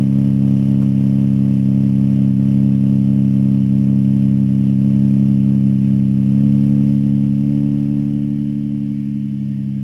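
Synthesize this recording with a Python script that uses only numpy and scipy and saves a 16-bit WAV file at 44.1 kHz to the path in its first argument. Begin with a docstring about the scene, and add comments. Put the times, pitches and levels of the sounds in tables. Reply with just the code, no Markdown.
"""On asphalt, just behind twin tail pipes: a six-cylinder car idles fast after a cold start.
The firing note is a stack of sine waves; it wavers, rises a little, sinks back and grows quieter.
Gas rumbles and hisses in puffs, made of shaped noise that swells with each firing.
Short noise bursts are wet spits; steady noise is an engine bay whirr over a low street rumble.
Faint thin sine tones rise from 6.5 to 7.6 s and then hold, wavering a little."""
import sys
import numpy as np
from scipy import signal
from scipy.io import wavfile
from scipy.ndimage import uniform_filter1d

SR = 44100
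rng = np.random.default_rng(int(sys.argv[2]) if len(sys.argv) > 2 else 0)


def dump_mix(stems):
    """Bounce the given channels to the path in sys.argv[1] as a 16-bit WAV at rate SR."""
    frames = np.atleast_2d(stems).T  # one column per channel
    limited = np.clip(frames, -1, 1)  # hard clip at full scale
    pcm = np.round(limited * 32767).astype(np.int16)
    wavfile.write(sys.argv[1], SR, pcm)


N = 433492  # length in samples

# How the exhaust pulses change over time, before weak burns and small wavering act on them:
# (time_s, order_1_db, order_2_db, order_3_db, order_4_db, order_5_db, upper_buzz_db, bank_mismatch_db)
# Order k is a tone at k times the firing rate.
EXHAUST_LEVELS = [(0.4, -38.3, -17, -16.0, -23, -41.5, -44, -26.5),
                  (1.5, -39.1, -17.5, -16, -23.5, -41, -45.4, -27),
                  (2.2, -39.1, -17.2, -15.5, -23.2, -43, -45.8, -27),
                  (3.0, -38.8, -17.0, -15, -23, -42, -45.5, -26.5),
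                  (3.6, -40, -17.5, -15.5, -23.5, -40.5, -47, -28),
                  (4.1, -39.5, -17.1, -15, -23.5, -42, -47, -27.3),
                  (4.55, -40.4, -17.6, -16, -24.2, -41, -49, -28.6),
                  (4.95, -39.0, -17, -14.5, -23.5, -41, -46.5, -27.5),
                  (5.5, -39.2, -16.8, -14.5, -24.0, -40, -47.2, -28),
                  (6.2, -40.5, -18, -16, -25.5, -41, -50, -29),
                  (6.45, -38.5, -16.5, -14, -22.8, -45, -43.5, -26.7),
                  (6.75, -38, -17.1, -15, -21.9, -46, -42, -27.6),
                  (7.38, -40.5, -19.5, -17, -24.5, -50, -47.5, -30.3),
                  (7.54, -39, -19.5, -18.5, -21, -45, -44.5, -30.5),
                  (8.04, -40, -22, -20, -23, -48, -48, -31.6),
                  (8.6, -43.5, -25.6, -21.5, -26.3, -54, -55.0, -35),
                  (8.9, -46, -26.0, -22, -27, -60, -56.0, -36.5),
                  (9.15, -48.5, -26.5, -22, -30.0, -63.0, -64, -37.8),
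                  (9.5, -51.5, -24, -23, -35.4, -51.8, -61.7, -38.9)]


def amp(db):
    """Turn decibels into a plain multiplier."""
    return 10 ** (np.asarray(db) / 20)


def evened(x):
    """Scale a signal to an rms (average strength) of 1."""
    return x / np.sqrt(np.mean(x ** 2) + 1e-20)


def columns(rows):
    """Draw each column of a table as a curve over time, one value per sample."""
    time_s, *values = np.transpose(rows)
    return [np.interp(np.arange(N) / SR, time_s, v) for v in values]


def wander(low_hz, high_hz):
    """Smooth random wavering of rms 1: 30 slow sine waves with random starts, the slowest strongest."""
    t = np.arange(0, N + 64, 64) / SR
    hz = np.geomspace(low_hz, high_hz, 30)[:, None]
    waves = np.sin(2 * np.pi * (hz * t + rng.random((30, 1)))) / np.sqrt(hz)
    return np.interp(np.arange(N) / SR, t, evened(waves.sum(0)))


def noise(spectrum, size, patchy_db):
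    """Noise of rms 1 with a given tone colour, built from short random spectra with drifting patches."""
    hz = np.fft.rfftfreq(size, 1 / SR)
    frames = N // (size // 4) + 5
    real, imaginary, patches = rng.standard_normal((frames, len(hz), 3)).T
    patches = uniform_filter1d(patches, size=8, axis=0)  # smooth across pitch
    patches = evened(uniform_filter1d(patches, size=10, axis=1))  # smooth across time
    pitch_hz, level_db = np.transpose(spectrum)
    shape_db = np.interp(np.log(hz + 1), np.log(pitch_hz), level_db, left=-90, right=-90)
    spectra = (real + 1j * imaginary) * amp(shape_db[:, None] + patchy_db * patches)
    return evened(signal.istft(spectra, nperseg=size, noverlap=size - size // 4)[1][:N])


def staged(levels_db):
    """A level that passes from the cold idle through a surge to a settled and then a sinking idle."""
    cold, surging, settled, sinking = levels_db
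    return columns([(6.2, cold), (6.55, surging), (7.25, surging),
                    (7.55, settled), (8.5, settled), (9.35, sinking)])[0]


def stumble():
    """Weak burns briefly slow the crank: the change of firing rate in Hz, zero or negative."""
    # weak burns: (time_s, firing_rate_drop_hz)
    weak_burns = [(0.08, 0.79), (0.36, 0.57), (0.64, 0.39), (0.93, 0.93), (1.33, 0.42), (1.62, 0.81),
                  (1.93, 0.48), (2.34, 1.16), (2.79, 0.64), (3.02, 1.1), (3.29, 0.49), (3.67, 0.91),
                  (4.04, 0.44), (4.48, 0.59), (4.77, 1.02), (5.39, 0.66), (5.61, 0.88), (5.78, 0.73),
                  (6.1, 0.6), (7.0, 0.46), (7.32, 0.39), (7.87, 0.23)]
    half_length_s = .045
    t = np.arange(0, N + 64, 64) / SR
    drops = sum(-hz * np.exp(-((t - s) / half_length_s) ** 2) for s, hz in weak_burns)
    return np.interp(np.arange(N) / SR, t, drops)


def firing_turns():
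    """Count the firings so far by adding up the firing rate, which wavers and dips at weak burns."""
    # firing rate before the weak burns and wavering: (time_s, rate_hz)
    base_rate = [(0.04, 68.38), (1.1, 68.11), (1.7, 67.71), (2.62, 68.1), (3.1, 68.35), (3.5, 67.62),
                 (4.01, 68.1), (4.55, 67.39), (4.85, 68.4), (5.53, 68.2), (6.22, 67.31), (6.44, 69.39),
                 (6.79, 70.24), (7.37, 69.96), (7.47, 71.31), (8.29, 71.89), (8.62, 71.9), (9.17, 70.53),
                 (9.57, 68.23), (9.78, 68.07)]
    firing_hz = columns(base_rate)[0] + stumble() + .07 * wander(3, 12)
    return np.cumsum(firing_hz) / SR + 0.18


def order(k, db, turns, off_beat=0):
    """A tone at k times the firing rate; the pipes shift its phase (radians) according to its pitch."""
    muffler = .58 + 3 * np.log(np.cosh((k - 3) / 2.1))  # holds back the boom; higher orders arrive first
    pipe_mode = -2.5 / (1 + np.exp((6.6 - k) / .6))  # orders above this resonance lag
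    phase = 2 * np.pi * k * turns + muffler + pipe_mode + off_beat
    return np.sqrt(2) * amp(db) * np.cos(phase)


def uneven_cylinder(turns, order_3_db):
    """One cylinder burns unlike the rest, adding tones at sixths of the firing rate."""
    # which multiples of one sixth of the firing rate sound
    sixths = [10, 11, 13, 14, 16, 17, 19, 20, 22, 23, 25, 26, 28, 29]
    # their levels relative to order 3, before wavering: (cold_db, surging_db, settled_db, sinking_db)
    sixth_levels = [(-39, -34, -37, -37), (-28, -28, -29, -31), (-35, -35, -38, -32), (-40, -38, -38, -32),
                    (-34, -35, -33, -32), (-28, -25, -20, -29), (-25, -29, -26, -20), (-45, -43, -35, -28),
                    (-41, -43, -38, -41), (-36, -34, -27, -27), (-28, -33, -28, -18), (-35, -41, -36, -21),
                    (-52, -53, -41, -47), (-46, -34, -35, -40)]
    odd_turns = turns - .24  # the odd cylinder's surplus trails its pulse
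    return sum(order(k / 6, order_3_db + staged(db) + wander(1, 6), odd_turns, 4.7)
               for k, db in zip(sixths, sixth_levels))


def exhaust_note(turns):
    """Pressure pulses as a stack of orders; the two cylinder banks differ, which gives the half orders."""
    # orders 1.5, 2.5, 3.5, 4.5 relative to the bank mismatch, before wavering:
    # (cold_db, surging_db, settled_db, sinking_db)
    half_orders = [(-2, -2, -2, -1), (-5, -6, -5, -9), (-10, -12, -11, -12), (-13, -22, -24, -23)]
    # orders 5.5, 6, 6.5 and so on relative to the upper buzz, before wavering:
    # (cold_db, surging_db, settled_db, sinking_db)
    high_orders = [(-3, -9, -14, -4), (-7, -13, -18, -8), (-10, -17, -11, -8), (-2, -2, -4, -2),
                   (-7, -12, -11, -18), (-4, -5, -2, -4), (-7, -13, -18, -12), (-3, -15, -16, -2),
                   (-25, -27, -20, -18), (-16, -17, -19, -17), (-13, -20, -12, -13), (-15, -17, -20, -12),
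                   (-17, -22, -22, -21), (-24, -26, -24, -20), (-20, -27, -21, -19), (-21, -21, -29, -23),
                   (-20, -29, -27, -21), (-25, -31, -23, -19), (-24, -33, -29, -26), (-24, -33, -29, -20),
                   (-27, -33, -30, -26), (-26, -33, -30, -26), (-22, -30, -28, -26), (-25, -33, -30, -26),
                   (-25, -33, -32, -26), (-29, -33, -26, -24), (-22, -30, -30, -26)]
    *whole_db, buzz_db, mismatch_db = columns(EXHAUST_LEVELS)
    buzz_db = buzz_db + 3.0 * stumble()  # weak burns sound duller
    second_bank = -1.9  # radians: its pulses come off the beat more than weaker
    note = uneven_cylinder(turns, whole_db[2])

    turns = turns + .0008 * wander(5, 25)  # no two firings burn alike
    whole_db[4] = whole_db[4] - 1.2 * stumble()  # the fifth order nearly keeps its level in a weak burn
    note += sum(order(k + 1, db, turns) for k, db in enumerate(whole_db))
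    for k, db in enumerate(half_orders):
        level_db = mismatch_db + staged(db) + .7 * wander(1, 8)
        note += order(k + 3 / 2, level_db, turns, second_bank)

    # the sharp pulse fronts space unevenly round the cycle of six firings
    turns = turns + .004 * np.sin(2 * np.pi * turns / 6)
    for k, db in enumerate(high_orders):
        off_beat = 0 if k % 2 else second_bank  # only half orders take the bank's shift
        off_beat += (k > 9) * rng.normal(0, 1.5)  # reflections in the pipes scatter the top orders
        level_db = buzz_db + staged(db) + .8 * wander(1, 8)
        note += order((k + 11) / 2, level_db, turns, off_beat)
    return note * amp(1.4 * stumble() + 0.23 * wander(2.3, 9))  # weak burns sound softer


def puffs(turns, sharpness, weak_bank):
    """Gas flow at each firing: a quick rise and slower fall, weaker from the second bank."""
    strength = amp(1.2 * rng.standard_normal(N // 400))[turns.astype(int)]  # one chance per firing
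    since = turns % 1  # part of a firing gone by
    bank = np.where(turns % 2 < 1, 1, weak_bank)  # banks take turns
    return 1 + sharpness * bank * strength * since / 0.23 * np.exp(1 - since / .15)


def gas(turns):
    """Turbulent rumble in the pipes and hiss at their mouths, both pushed by each firing."""
    # tone colour of the rumble in the pipes: (pitch_hz, relative_level_db)
    rumble_colour = [(25, -25.5), (55, -25.5), (90, -14.5), (140, -6.5), (290, -4), (330, -9), (430, -18.5),
                     (560, -12), (660, -20.5), (800, -25), (1300, -29), (2000, -36)]
    # tone colour of the gas leaving the pipes: (pitch_hz, relative_level_db)
    hiss_colour = [(530, -30), (900, -5.5), (1060, -13), (1770, -8.5), (2120, -5), (2300, -7), (2660, -2.5),
                   (2960, -3.5), (3330, -11), (4180, -17.5), (5430, -11.5), (7060, -20.5), (9060, -20),
                   (10600, -14.5), (16200, -30)]
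    # how the gas flow changes: (time_s, relative_level_db)
    gas_flow = [(0.9, -56.5), (1.88, -57.5), (4.6, -58.5), (4.9, -57.5), (6.22, -58.8), (6.56, -57),
                (7.0, -57.5), (7.1, -59.3), (7.47, -60), (7.57, -59), (8.5, -63.5), (9.7, -65.5)]
    load_db = columns(EXHAUST_LEVELS)[6]  # the rumble follows the bank mismatch level
    flow_db = columns(gas_flow)[0]
    rumble = noise(rumble_colour, size=2048, patchy_db=1) * evened(puffs(turns + 1.4, .4, .5))
    hiss = noise(hiss_colour, size=512, patchy_db=1.0) * evened(puffs(turns + 1.2, 1.1, 0.23))
    rumble_db = load_db - 13.5 + 3.0 * stumble()
    hiss_db = flow_db + 5.5 + 1.4 * stumble() + .5 * wander(1.8, 9.4)
    return amp(rumble_db) * rumble + amp(hiss_db) * hiss


def engine_whirr():
    """Steady whirr from the engine bay, as shaped noise."""
    # tone colour of the whirr: (pitch_hz, relative_level_db)
    whirr_colour = [(470, -42), (800, -13), (976, -9.5), (1490, -15.5), (1620, -4), (1980, -6),
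                    (2210, -0.5), (2660, -11.5), (3010, -0.5), (3680, -19), (5140, -12.5), (6340, -25.5),
                    (6920, -20.5), (7730, -25.5), (16200, -25)]
    return amp(-60) * noise(whirr_colour, size=1024, patchy_db=2.5)


def street_rumble():
    """A low outdoor rumble of shaped noise that eases off near the end."""
    # tone colour of the street: (pitch_hz, relative_level_db)
    street_colour = [(20, -1), (45, -3), (60, -4), (150, -6), (700, -12.5), (1200, -30.5)]
    easing_db = columns([(7, 0), (9.5, -3.5)])[0]
    return amp(-60.5 + easing_db) * noise(street_colour, size=4096, patchy_db=2.0)


def spits():
    """Short bright bursts of water thrown from the pipes: noise that swells and fades in milliseconds."""
    # the loudest wet spits: (start_s, relative_level_db)
    spit_times = [(0.814, -34), (1.07, -49), (1.1894, -47.5)]
    t, level = np.arange(2600) / SR, np.zeros(N)
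    for start_s, db in spit_times:
        level[round(start_s * SR)] = amp(db)
    swell = t / .008 * np.exp(1 - t / .008)  # strongest after 8 ms
    burst = signal.oaconvolve(level, swell)[:N]
    colour = [(500, -2.5), (1000, 0.5), (1800, -10), (2800, -14), (4200, -24), (5500, -19),
              (7500, -27), (10000, -20), (15000, -30)]  # (pitch_hz, relative_level_db)
    return amp(-7.5) * burst * noise(colour, size=256, patchy_db=2.0)


def whine():
    """Thin tones that waver a little in pitch and level, faint at first, stronger from 7.6 s."""
    # thin tones, before wavering: (pitch_hz, relative_level_db)
    thin_tones = [(1830, -74.5), (2283, -73.5), (2616, -76), (2783, -74), (2950, -74)]
    total = np.zeros(N)
    for hz, db in thin_tones:
        level = amp(db + 2.7 * wander(.5, 4))
        cycles = np.cumsum(hz + 3 * wander(0.28, 3.3)) / SR
        total += level * np.sin(2 * np.pi * cycles)
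    rise_db = columns([(6.5, -11.5), (7.6, 1)])[0]
    return np.sqrt(2) * amp(rise_db) * total


def scene():
    """Add up all the sounds; the note and the gas share one count of firings."""
    turns = firing_turns()
    engine = exhaust_note(turns) + gas(turns) + engine_whirr()
    return (engine + street_rumble() + spits() + whine())[None]


def record(dry):
    """Cut the treble above 15760 Hz with a steep filter."""
    low_pass = signal.firwin(1023, 15760, window=("kaiser", 9), fs=SR)
    return signal.oaconvolve(dry, low_pass[None], "same")


dry = scene()
out = record(dry)
dump_mix(out)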